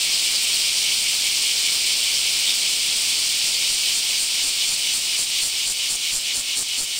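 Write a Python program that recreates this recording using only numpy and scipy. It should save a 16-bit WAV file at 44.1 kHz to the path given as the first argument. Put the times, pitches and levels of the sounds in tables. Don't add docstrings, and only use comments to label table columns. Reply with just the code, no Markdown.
import sys
import numpy as np
from scipy import signal
from scipy.fft import rfft, irfft
from scipy.io import wavfile
from scipy.ndimage import map_coordinates

SR = 44100
rng = np.random.default_rng(int(sys.argv[2]) if len(sys.argv) > 2 else 0)


def inscribe(sig):
    pcm = np.round(np.clip(np.atleast_2d(sig).T, -1, 1) * 32767)
    wavfile.write(sys.argv[1], SR, pcm.astype(np.int16))


N = 308259
TIME = np.arange(N) / SR
TYMBAL_HZ = 366.8
RASP_ENVELOPE_S = (0.032, 0.05, 0.033)


def undb(db):
    return 10 ** (np.asarray(db) / 20)


def unit(x):
    return x / np.sqrt(np.mean(x ** 2))


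def walk(rate_hz):
    knots = rng.standard_normal(2048)
    return map_coordinates(knots, [TIME * rate_hz], order=3, mode="wrap")


def follow(curve):
    time_s, *columns = np.transpose(curve)
    return [np.interp(TIME, time_s, column) for column in columns]


def ring(x, outline, stretch=1, size=2048):
    hz, db = np.transpose(outline)
    grid_hz = np.maximum(np.fft.rfftfreq(size, 1 / SR), 1)
    gain_db = np.interp(np.log(grid_hz), np.log(np.sort(hz) * stretch), db)
    cepstrum = irfft(np.log(undb(gain_db)))
    cepstrum[1:size // 2] *= 2
    cepstrum[size // 2 + 1:] = 0
    impulse_response = irfft(np.exp(rfft(cepstrum)))
    return signal.oaconvolve(x, impulse_response)[:N]


def beats(first_s, period_s, hurry_from_s=0, hurry_s_per_s=0):
    times = [first_s]
    while times[-1] < TIME[-1]:
        times.append(times[-1] + period_s - hurry_s_per_s * max(times[-1] - hurry_from_s, 0))
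    return np.array(times)


def phrase(times, attack_s, hold_s, release_s):
    rise = lambda since: np.clip(1 + since / attack_s, 0, 1)
    fall = lambda since: np.clip(1 - (since - hold_s) / release_s, 0, 1) ** 2
    return sum(rise(TIME - s) * fall(TIME - s) for s in times)


def tymbal(hz, jitter, scatter_db, rustle, decay_cycles):
    turns = np.cumsum(hz * (1 + jitter * walk(200))) / SR
    cycle = turns.astype(int)
    force = undb(scatter_db * rng.standard_normal(8192))[cycle % 8192]
    clicks = np.diff(cycle, prepend=0) * force
    ribs = np.exp(-(turns % 1) / decay_cycles) * force * rng.standard_normal(N)
    return unit(unit(clicks - clicks.mean()) + rustle * unit(ribs))


def foliage(x, wet_db, smear_s=0.013):
    decay = np.exp(-1 / (smear_s * SR))
    power = signal.lfilter([1 - decay], [1, -decay], x ** 2)
    diffuse = np.sqrt(power) * rng.standard_normal(N)
    return (x + undb(wet_db) * diffuse) / np.sqrt(1 + undb(wet_db) ** 2)


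# frequency_hz, gain_db
WASH_SPECTRUM = [(20, 8), (60, 4), (120, 3.5), (400, 3.5), (1000, 2), (1800, 2), (3000, -13.5)]


def neighbourhood(level_db):
    return unit(ring(rng.standard_normal(N), WASH_SPECTRUM)) * undb(level_db + 0.55 * walk(21.07))


def chorus(resonances, waver_db, flutter_db, size_spread, wet_db, count=6):
    voices = 0
    for rank in np.linspace(-1, 1, count):
        hz = rng.uniform(150, 520) * (1 + .05 * walk(3))
        buzz = tymbal(hz, jitter=.15, scatter_db=1, rustle=3.2, decay_cycles=0.35)
        effort = undb(waver_db * walk(10) + flutter_db * walk(60))
        voices = voices + effort * ring(foliage(buzz, wet_db), resonances, 1 + size_spread * rank)
    return unit(voices)


# time_s, middle_db, treble_db
CROWD_LEVELS = [(0, -22.5, -22.0), (3.5, -23, -23), (5.3, -26.5, -25.5), (6.0, -29.5, -28), (7, -32.5, -29)]
# frequency_hz, gain_db
CROWD_MIDDLE = [(1500, -36), (1900, -18.5), (2300, -4), (2600, -4.5), (3100, -0.5), (3700, -3), (4500, 0),
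                (5500, -2), (6300, -8), (7300, -25.5)]
CROWD_TREBLE = [(5400, -27.5), (6400, -4.5), (7300, 1), (8700, 1.5), (10000, -1), (12000, -2.5),
                (13900, -7.5), (15100, -1)]


def crowd():
    middle_db, treble_db = follow(CROWD_LEVELS)
    middle = chorus(CROWD_MIDDLE, waver_db=0.5, flutter_db=0.4, size_spread=0.026, wet_db=-4.0)
    treble = chorus(CROWD_TREBLE, waver_db=0.63, flutter_db=2.0, size_spread=0.013, wet_db=-2.5)
    return middle * undb(middle_db) + treble * undb(treble_db)


def far_buzz(hz, wet_db):
    buzz = tymbal(hz * (1 + .03 * walk(11)), jitter=.08, scatter_db=0.5, rustle=1.7, decay_cycles=0.25)
    return foliage(buzz, wet_db)


# frequency_hz, gain_db
TAUT_ABDOMEN = [(1700, -24), (3000, -17), (4500, -3), (5500, -2), (6450, -4.5), (7450, 4.5), (7900, -0.5),
                (8400, 2), (9100, 1), (10000, 0), (12500, -4.5), (13900, -10), (15300, -7.5)]


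def rasp(wet_db):
    buzz = tymbal(2 * TYMBAL_HZ, jitter=0.18, scatter_db=3.0, rustle=1.9, decay_cycles=0.8)
    return unit(ring(foliage(buzz, wet_db), TAUT_ABDOMEN))


# time_s, level_db
FAR_LEVELS = [(0, -29), (.5, -28), (1.3, -27), (2.45, -27.5), (2.8, -31), (3.5, -50)]
# frequency_hz, gain_db
THROB_RESONANCES = [(1600, -43.5), (2000, -14.5), (2280, 1), (2600, -4), (3080, 1), (3500, -2.5),
                    (4200, -16), (9000, -49)]


def far_caller():
    times = beats(first_s=.07, period_s=.2)
    rasp_lag_s, rasp_db = 0.12, -7.5
    level_db, = follow(FAR_LEVELS)
    throb_gain = phrase(times, attack_s=0.07, hold_s=0.014, release_s=0.15)
    throbs = unit(ring(far_buzz(hz=341.7, wet_db=4.0), THROB_RESONANCES)) * throb_gain
    rasps = rasp(wet_db=21) * phrase(times + rasp_lag_s, *RASP_ENVELOPE_S) * undb(rasp_db)
    return (throbs + rasps) * undb(level_db)


# peak_s, level_db, resonance_hz
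SURGES = [(0.14, -26, 5000), (0.34, -24, 4620), (0.54, -27, 4650), (0.61, -27, 4750), (1.58, -27, 4650),
          (1.66, -32, 4700), (1.735, -24, 4650), (2.15, -27, 5230), (2.48, -24, 3570)]
# frequency_hz, gain_db
SHRILL_RESONANCES = [(3000, -25.5), (4100, -10.5), (4650, -1), (4950, -1.5), (5400, -9), (6200, -17.5),
                     (9000, -20)]
SHRILL_CENTRE_HZ = 4780


def far_surges():
    buzz = far_buzz(hz=431, wet_db=2)
    surges = 0
    for peak_s, level_db, resonance_hz in SURGES:
        tone = unit(ring(buzz, SHRILL_RESONANCES, resonance_hz / SHRILL_CENTRE_HZ))
        surges += tone * phrase([peak_s], attack_s=0.03, hold_s=0.012, release_s=0.1) * undb(level_db)
    return surges


# time_s, note_db, rasp_db, scattered_to_direct_db
CLOSE_LEVELS = [(1, -32, -43, 5), (2.8, -31, -29.5, 12), (3.6, -26, -25.5, 9), (5.4, -23.5, -23.1, 4.5),
                (6.2, -24, -22.5, 2), (7, -26, -22, -4)]
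# frequency_hz, gain_db
SLACK_ABDOMEN = [(1600, -26), (2000, -14.5), (2280, -4), (2500, -5), (2780, -2.5), (2950, 3), (3120, -1.5),
                 (3800, -2.5), (4600, -6), (6200, -8.5), (8500, -21), (11000, -14), (13800, -19),
                 (15200, -13.5)]
# frequency_hz, gain_db
FLUTTER_SPECTRUM = [(20, 15.5), (60, 3), (150, 2), (400, 0), (1000, -3), (1800, -2.5), (3500, -15.5)]


def close_caller():
    times = beats(first_s=.992, period_s=.248, hurry_from_s=5.02, hurry_s_per_s=.021)
    note_lead_s, accent_lead_s, rasp_lead_s = 0.097, 0.03, 0.021
    accent_db, leak_db = -7.5, -9.5
    note_db, rasp_db, wet_db = follow(CLOSE_LEVELS)
    note_gain = phrase(times - note_lead_s, attack_s=0.13, hold_s=.048, release_s=0.079) * undb(note_db)
    accent_shape = phrase(times - accent_lead_s, attack_s=0.023, hold_s=0.016, release_s=0.06)
    rasp_shape = phrase(times - rasp_lead_s, *RASP_ENVELOPE_S)
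    rasp_gain = np.hypot(rasp_shape * undb(rasp_db), note_gain * undb(leak_db))

    hz = TYMBAL_HZ * (1 + .015 * walk(14))
    buzz = foliage(tymbal(hz, jitter=.03, scatter_db=0.5, rustle=0.82, decay_cycles=0.44), wet_db)
    notes = unit(ring(buzz, SLACK_ABDOMEN)) * note_gain
    shrill = ring(ring(buzz, SHRILL_RESONANCES, stretch=0.88), SHRILL_RESONANCES, stretch=0.94)
    accents = unit(shrill) * accent_shape * undb(note_db + accent_db)
    flutter = unit(ring(rng.standard_normal(N), FLUTTER_SPECTRUM)) * rasp_gain ** 2 * undb(5.0)
    return notes + accents + rasp(wet_db) * rasp_gain + flutter


def scene():
    _, treble_db = follow(CROWD_LEVELS)
    cicadas = crowd() + close_caller() + far_caller() + far_surges()
    mono = cicadas + neighbourhood(level_db=treble_db - 20.5)
    return np.array([mono, mono])


# frequency_hz, gain_db
TONE_COLOUR = [(20, -1.5), (9000, 0.5), (9900, -3), (10150, -13.5), (11200, -10.5), (15300, -7.5),
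               (16000, -14)]


def record(dry):
    cutoff_hz = 15750
    coloured = np.array([ring(channel, TONE_COLOUR) for channel in dry])
    return signal.sosfilt(signal.ellip(12, .2, 75, cutoff_hz, fs=SR, output="sos"), coloured)


dry = scene()
out = record(dry)
inscribe(out)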